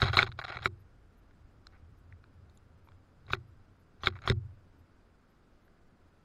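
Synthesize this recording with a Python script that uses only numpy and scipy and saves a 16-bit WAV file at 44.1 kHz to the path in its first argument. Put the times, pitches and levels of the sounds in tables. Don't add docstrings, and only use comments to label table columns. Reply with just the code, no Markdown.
import sys
import numpy as np
from scipy import signal
from scipy.io import wavfile
from scipy.ndimage import uniform_filter1d

SR = 44100
rng = np.random.default_rng(int(sys.argv[2]) if len(sys.argv) > 2 else 0)


def rack_gain(trim_db):
    fader = np.asarray(trim_db, float)
    return 10 ** (fader / 20)


def log_audio(samples):
    frames = np.atleast_2d(samples).T
    limited = np.clip(frames, -1, 1)
    pcm = np.round(limited * 32767).astype(np.int16)
    wavfile.write(sys.argv[1], SR, pcm)


N = 275180


def rms_one(x):
    return x / np.sqrt(np.mean(x ** 2) + 1e-20)


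def along(rows):
    time_s, level_db = np.transpose(rows)
    return rack_gain(np.interp(np.arange(N) / SR, time_s, level_db))


def bandpass(x, order, low_hz, high_hz):
    return signal.sosfilt(signal.butter(order, [low_hz, high_hz], "band", fs=SR, output="sos"), x)


def ring(force, modes, sign=-1):
    out = 0
    for k, (hz, db, t60) in enumerate(modes):
        radius = rack_gain(-60 / (t60 * SR))
        w = 2 * np.pi * hz / SR
        poles = [1, -2 * radius * np.cos(w), radius * radius]
        out = out + sign ** k * rack_gain(db) * signal.lfilter([0, np.sin(w)], poles, force + 1e-18)
    return out


# start_s, place, then peaks board_db, middle_db, bright_db
HARD_KNOCKS = [(0.0191, "rim", -13.5, -26, -15), (0.0276, "corner", -19, -48.5, -38),
               (0.0825, "floor", -26, -54.5, -25.5), (0.1316, "post", -24.5, -54.5, -40),
               (0.171, "floor", -11.5, -26, -8), (0.1772, "floor", -33, -40, -17),
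               (0.1899, "rim", -14.5, -9, -16), (0.222, "corner", -25.5, -27, -25.5),
               (0.229, "corner", -14, -27, -15.5), (0.5705, "rim", -31.5, -39, -38.5),
               (0.658, "rim", -13.5, -19, -24), (3.3339, "corner", -14.5, -23, -19.5),
               (4.0351, "edge", -26, -38, -32), (4.0714, "post", -12, -16.5, -14),
               (4.2762, "edge", -17, -34.5, -26), (4.299, "perch", -21, -19.5, -17)]
TRAY_PLACES = {"rim": (1390, 2210, 3880, 5100.5, -30), "floor": (1150, 2230, 4030.5, 4900, -29.5),
               "corner": (1439.5, 2490, 3600, 5090, -27), "post": (1410, 2214.5, 3559, 5199.5, -27.5),
               "perch": (1646, 1967, 3679.5, 5199, -13.5), "edge": (1171, 1910, 3399, 5099.5, -41.5)}
# start_s, pitch_hz (board), then peaks board_db, bright_db
LIGHT_TICKS = [(0.046, 1450, -46, -27), (0.2807, 1069, -40, -48.5), (0.29, 877.3, -44.5, -50.5),
               (0.2986, 1222, -53.5, -54), (0.318, 1450, -40.5, -46.5), (0.3234, 1384, -44, -44.5),
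               (0.4154, 1535, -30.5, -42), (0.423, 1495, -35.5, -54.5), (0.4641, 1228, -50, -45),
               (0.4701, 1248, -39.5, -47.5), (0.63, 1527, -45.5, -39), (1.3102, 1420, -57, -69.5),
               (2.1248, 1904, -46.5, -69.5), (2.2407, 1371, -49, -61), (2.874, 902.1, -51.5, -73),
               (2.8876, 1040, -47, -62.5), (2.9194, 1360, -53.5, -65.5), (3.2669, 902, -63.5, -55.5),
               (3.3028, 1225, -52.5, -44.5), (3.3055, 1171, -34.5, -48), (4.125, 1259, -52, -67),
               (4.157, 1259, -49.5, -67.5), (4.1655, 1087, -41, -58.5), (4.1895, 1450, -44, -56),
               (4.239, 1334, -40.5, -47.5), (4.2463, 1248, -54.5, -59), (4.2609, 1070, -40.5, -51.5),
               (4.3162, 1440, -30.5, -43), (5.6801, 1603, -58, -81.5)]
# start_s, pitch_hz (snap), then peaks board_db, bright_db, snap_db
HUSK_CRACKS = [
    (1.6694, 5130, -44.5, -40, -50.5),
    (2.4971, 4100, -69.5, -58.5, -64),
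    (2.5743, 7031, -75.5, -59, -60.5),
    (2.5756, 10230, -74.5, -68.5, -64.5),
    (4.0599, 4910, -53.5, -24.5, -40.5),
    (4.2201, 6340, -55, -51, -62),
]
BOARD_HZ, MIDDLE_HZ, BRIGHT_HZ, TOP_HZ = 1390, 2239.9, 3784.2, 5050


def tap_rows():
    middle_under_board_db, top_under_bright_db = -12.5, -21
    rows = []
    for s, place, low, mid, high in HARD_KNOCKS:
        *rings_hz, top_db = TRAY_PLACES[place]
        rows.append((s, 0, *rings_hz, low, mid, high, high + top_db))
    for s, hz, low, high in LIGHT_TICKS:
        rows.append((s, 1, hz, MIDDLE_HZ, BRIGHT_HZ, TOP_HZ,
                     low, low + middle_under_board_db, high, high + top_under_bright_db))
    for s, hz, low, high, snap in HUSK_CRACKS:
        rows.append((s, 1, BOARD_HZ, MIDDLE_HZ, BRIGHT_HZ, hz,
                     low, low + middle_under_board_db, high, snap))
    return rows


def taps(rise_s=.0016, board_t60=0.0082, middle_t60=0.013, bright_t60=0.009, top_t60=.009):
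    husk_hz = 6400
    spread = np.array([.08, 0.12, .03])
    light_ring_share = 0.77
    snap_db, snap_t60 = -12, .005
    rows = tap_rows()
    t = np.arange(2000) / SR
    out = np.zeros(N + len(t))
    chance = rng.random((len(rows), 6))
    snaps = rms_one(bandpass(rng.standard_normal((len(rows), len(t))), 7, 488.3, 3959))
    swell = np.sin(np.pi / 2 * np.minimum(t / rise_s, 1)) ** 2
    for row, c, snap in zip(rows, chance, snaps):
        s, light, hz, mid_hz, high_hz, top_hz, low_db, mid_db, high_db, top_db = row
        shift = 1 + light * (2 * c[3:] - 1) * spread
        mid_hz, high_hz, top_hz = shift * [mid_hz, high_hz, top_hz]
        tones = [(hz, low_db + .5, board_t60),
                 (hz * .72, low_db - 9.5, board_t60),
                 (mid_hz, mid_db + .5, middle_t60),
                 (high_hz, high_db - 2.0, bright_t60),
                 (2 * BRIGHT_HZ - high_hz + 250, high_db - 12.0, bright_t60),
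                 (top_hz, top_db + 1.5, top_t60),
                 (husk_hz * (.92 + .1 * c[0]), top_db - 11.0, top_t60),
                 (husk_hz * (1.05 + 0.17 * c[1]), top_db - 13, top_t60),
                 (husk_hz * (1.45 + .25 * c[2]), top_db - 20.5, top_t60)]
        after = np.maximum(t - rise_s, 0) / light_ring_share ** light
        body = sum(rack_gain(d - 60 * after / t60) * np.sin(2 * np.pi * f * t) for f, d, t60 in tones)
        body = body + rack_gain((low_db + high_db) / 2 + snap_db - 60 * after / snap_t60) * snap
        i = round((s + 0.00066 - rise_s) * SR)
        out[i:i + len(t)] += swell * body
    return out[:N]


# start_s, length_s, board_db, shell_db
SCRAPE_BURSTS = [(0, 0.016, -44, -51), (0.02, 0.022, -36, -40.5), (0.046, 0.03113, -39, -44.5),
                 (0.074, 0.026853, -39.5, -49.5), (0.102, 0.02194, -53, -59.5), (0.129, 0.023413, -35.5, -41),
                 (0.153, 0.005906, -40.5, -49), (0.166, 0.027633, -29.5, -36), (0.195, 0.00236, -25.5, -35.5),
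                 (0.201, 0.02257, -34.5, -40), (0.232, 0.024303, -52, -56), (0.263, 0.012447, -39.5, -49),
                 (0.375, 0.01562, -61.5, -63), (0.388, 0.010794, -37.5, -45.5), (0.414, 0.012987, -47, -72.5),
                 (0.438, 0.014732, -39.5, -47.5), (0.461, 0.031, -55.5, -65.5), (0.478, 0.0305, -41, -50.5),
                 (0.516, 0.010849, -40, -53), (0.527, 0.034075, -44.5, -56), (0.566, 0.007497, -40, -55.5),
                 (0.586, 0.00649, -42, -57), (0.6, 0.0153, -57, -64), (0.619, 0.049126, -45, -52),
                 (1.72, 0.05, -68, -84), (3.279, 0.00646, -55, -66), (3.287, .004, -53.5, -64),
                (3.298, 0.014204, -49, -58.5), (3.318, 0.015, -48.5, -45.5), (3.349, 0.02196, -62.5, -76.5),
                (4.004, 0.031, -66, -70.5), (4.036, 0.04741, -44.5, -47), (4.091, 0.018296, -58.5, -66.5),
                (4.122, 0.01467, -62, -78), (4.152, 0.0089, -51, -67), (4.166, 0.0096, -54.5, -71),
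                (4.216, 0.016, -54, -69), (4.239, 0.035928, -48, -63.5), (4.274, 0.017995, -42.5, -41.5),
                (4.297, 0.025164, -44, -46.5)]
# pitch_hz, level_db, t60_s
BOARD_MODES = [(501, -4, 0.0037), (780, -3.5, .015), (1120, -4, 0.016), (1450, 1, .012), (1950, -6, 0.018),
               (2250, -3.5, 0.0095), (2800, -17, .008)]
SHELL_MODES = [(3320.9, -1, .012), (3850, 0, 0.013), (4200, -1.5, .012), (4925, -10.5, .008)]
HUSK_MODES = [(5200, 1, .008), (5900, -13, .008), (6600, -5, 0.016), (7300, -16, .008),
              (8571.7, -15.5, 0.018), (10900, -19, 0.0044), (14000, -31.5, .003)]


def scrapes(per_s=4000.0, spread_db=3.0, fade_s=.003, clump_db=4.0):
    rattle_s, rattle_db, rattle_shell_db = .016, -31.5, -7.5
    husk_under_shell_db = -16.5
    t = np.arange(N) / SR
    force = np.zeros((3, N))
    rattles = []
    for s, _, db, *_ in HARD_KNOCKS:
        rattles.append((s, rattle_s, db + rattle_db, db + rattle_db + rattle_shell_db))
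    for s, length, board_db, shell_db in SCRAPE_BURSTS + rattles:
        levels_db = np.array([board_db, shell_db, shell_db + husk_under_shell_db])
        near = slice(round(max(s, 0) * SR), round((s + length + fade_s) * SR))
        onset = np.clip((t[near] - s) / .0015, 0, 1)
        shape = onset * np.clip(1 - (t[near] - s - length) / fade_s, 0, 1)
        force[:, near] += rack_gain(levels_db)[:, None] * shape

    grains = rack_gain(spread_db * np.minimum(rng.exponential(1, N), 3.5))
    grains = grains * rng.choice([-1, 1], N) * (rng.random(N) < per_s / SR)
    clumps = rms_one(uniform_filter1d(rng.standard_normal(N), size=130))
    grains = grains * rack_gain(clump_db * np.tanh(clumps))

    def rung(strength, modes):
        return ring(strength * grains, modes) / np.std(ring(grains, modes))

    wood = rung(force[0], BOARD_MODES) + rung(force[1], SHELL_MODES)
    wood_lowpass = signal.butter(4, 5215.6, fs=SR, output="sos")
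    return signal.sosfilt(wood_lowpass, wood) + rung(force[2], HUSK_MODES)


# start_s, contact_s, pole_db, box_db
HOP_PUSHES = [(0.028, 0.0008764, -28.5, -25), (0.05, 0.002594, -42.5, -33), (0.101, 0.00588, -43, -50.5),
              (0.135, 0.002776, -46, -52.5), (.29, 0.002346, -44.5, -68.5), (0.343, 0.00308, -56.5, -69),
              (0.391, 0.00096, -52, -57.5), (0.442, 0.003913, -59, -72.5), (0.5, .002, -53, -45.5),
              (0.559, 0.002, -47.5, -59.5), (0.612, 0.0027, -50.5, -53), (3.285, 0.0026, -61.5, -49),
              (3.307, 0.00354, -45, -63.5), (4.037, 0.0045, -45.5, -52.5), (4.089, 0.002038, -49, -39),
              (4.25, .003, -50, -52.5), (4.291, 0.009008, -29.5, -42.5), (4.299, 0.0014496, -80, -19),
              (4.303, 0.002139, -27, -65), (4.308, 0.0025783, -68, -27)]
# pitch_hz, level_db, t60_s
POLE_MODES = [(78, -5, .45), (92.6, -1, .58), (106, -14, .55), (117.7, 0, .45), (130.4, -10, .5)]
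BOX_MODES = [(207, -17, 0.18), (270, -10.5, .03), (348, -14, 0.24), (383, 0.5, .08), (520, -4.5, .03),
             (804.8, -7, 0.011)]
SWAY_MODES = [(126, -3.5, 0.13), (50, -0.5, 0.033), (171, -12, 0.043), (29.95, -6, 0.18)]


def thumps():
    lead_s, contact_s, knock_pole_db, knock_box_db = 0.0011, .0012, -28, -16
    pole, box = np.zeros(N), np.zeros(N)
    struck = []
    for s, _, db, *_ in HARD_KNOCKS:
        struck.append((s - lead_s, contact_s, db + knock_pole_db, db + knock_box_db))
    for s, contact, pole_db, box_db in HOP_PUSHES + struck:
        push = np.hanning(round(max(contact, .0002) * SR))
        push = push / push.sum()
        i = round(max(s, 0) * SR)
        pole[i:i + len(push)] += rack_gain(pole_db) * push
        box[i:i + len(push)] += rack_gain(box_db) * push
    return ring(pole, POLE_MODES, sign=1.0) + ring(pole, SWAY_MODES) + ring(box, BOX_MODES)


def thin_lines(hz, db, length):
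    t = np.arange(round(length * SR)) / SR
    phase = 2 * np.pi * rng.random(len(hz))
    tones = np.sin(2 * np.pi * np.outer(hz, t) + phase[:, None])
    return np.hanning(len(t)) * (rack_gain(db) @ tones)


# pitch_hz, level_db (under the knock)
HALO_COLOUR = [(600, -51), (3000, -52.5), (4600, -46.5), (5500, -50), (7500, -55.5), (8100, -64),
               (11000, -61.5), (15700, -70.5)]


def halo(length=0.051, count=48):
    out = np.zeros(N + SR)
    knots, under_db = np.transpose(HALO_COLOUR)
    for s, *rings in tap_rows():
        loudest_db = max(rings[5:])
        hz = rng.uniform(knots[0], knots[-1], count)
        db = loudest_db + np.interp(hz, knots, under_db) + rng.normal(0, 4.0, count)
        swell = thin_lines(hz, db, length)
        i = round((s + .5 - length / 2) * SR)
        out[i:i + len(swell)] += swell
    return out[SR // 2:SR // 2 + N]


# time_s, level_db
TREMBLE_LEVEL = [(0.85, -66), (1.19, -68.5), (1.49, -63.5), (1.79, -67.5), (1.89, -52), (1.99, -67.5),
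                 (2.11, -54), (2.27, -64), (2.43, -55), (2.6, -68.5), (2.69, -60.5), (3.12, -65.5),
                 (3.25, -56), (3.99, -68.5), (4.05, -50), (4.74, -67), (5.2, -73), (6.24, -71.5)]


def tremble():
    modes = [(78.57, 0.5, .2), (87.4, 2.0, .2), (121.75, -5, .12), (58.03, -6, .1), (139, -12.0, .06)]
    hum = ring(rng.standard_normal(N), modes)
    return rack_gain(1.5) * along(TREMBLE_LEVEL) * rms_one(hum)


# time_s, level_db
WIND_LEVEL = [(0.0, -33.5), (0.08, -46.5), (0.24, -62), (1.2, -62), (2.24, -64.5), (3.0, -72.5), (4.0, -69),
              (4.52, -60), (4.71, -64.5), (6.24, -73.5)]


def wind(low_hz=30, high_hz=58, drift_db=-68.5):
    lumps = bandpass(rng.standard_normal(N), 2, low_hz, high_hz)
    drift = bandpass(rng.standard_normal(N), 2, 12, 22)
    return rack_gain(-1.5) * along(WIND_LEVEL) * rms_one(lumps) + rack_gain(drift_db) * rms_one(drift)


# pitch_hz, level_db (per Hz)
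AIR_COLOUR = [(88, -36.5), (150, -1.5), (190, -2), (300, -4.5), (470, -9.5), (915, -15.5), (1450, -13.5),
              (1800, -20.5), (3000, -27.5), (4500, -29.5), (4950, -26), (5500, -32), (8000, -32),
              (15700, -42)]


def air(patch_db=2.5, kept=0.18, thin_from_hz=2500, thin_full_hz=8000, lost_db=-11.5):
    hz, s, cells = signal.stft(rng.standard_normal(N), SR, nperseg=2048)
    knots, knots_db = np.transpose(AIR_COLOUR)
    colour = np.interp(np.log(hz + 1), np.log(knots), knots_db)
    treble = np.clip((hz - thin_from_hz) / (thin_full_hz - thin_from_hz), 0, 1)[:, None]
    blotch = np.repeat(rng.standard_normal((13, len(s))), 80, axis=0)[:len(hz)]
    patches = 0.28 * rng.standard_normal(len(s)) + 0.35 * blotch
    lost = rng.random(cells.shape) < treble * (1 - kept * rack_gain(3.0 * patches))
    gain = rack_gain(colour[:, None] + patch_db * np.sqrt(treble) * patches + lost_db * lost)
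    hiss = signal.istft(cells * gain, SR, nperseg=2048)[1][:N]
    return rack_gain(-67) * rms_one(hiss)


def ducking(near, knee_db=-41.0, share=0.21, release_db_s=60.5):
    power = uniform_filter1d(near ** 2, size=441).clip(0)
    level = 10 * np.log10(power + 1e-12)
    ramp = release_db_s * np.arange(N) / SR
    cut = np.maximum.accumulate(share * np.maximum(level - knee_db, 0) + ramp) - ramp
    return rack_gain(-cut)


# start_s, level_db
LINE_BLIPS = [(.8, -90), (1.18, -90.5), (1.98, -93), (2.55, -90.5), (2.85, -91.5), (3.48, -95),
              (3.8, -93.5), (4.79, -92.5), (5.3, -95), (5.65, -93)]


def blips(count=12):
    out = np.zeros(N + SR)
    for s, db in LINE_BLIPS:
        swell = thin_lines(rng.uniform(10800, 12900, count), np.full(count, db), 0.04984)
        i = round((s + .5 - .018) * SR)
        out[i:i + len(swell)] += swell
    return out[SR // 2:SR // 2 + N]


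def scene():
    near = taps() + scrapes() + thumps()
    background = tremble() + wind() + ducking(near) * air() + blips()
    return (near + halo() + background)[None]


def band_limit(x):
    return signal.sosfilt(signal.butter(12, 15810, fs=SR, output="sos"), x)


def record(dry):
    return band_limit(dry)


dry = scene()
out = record(dry)
log_audio(out)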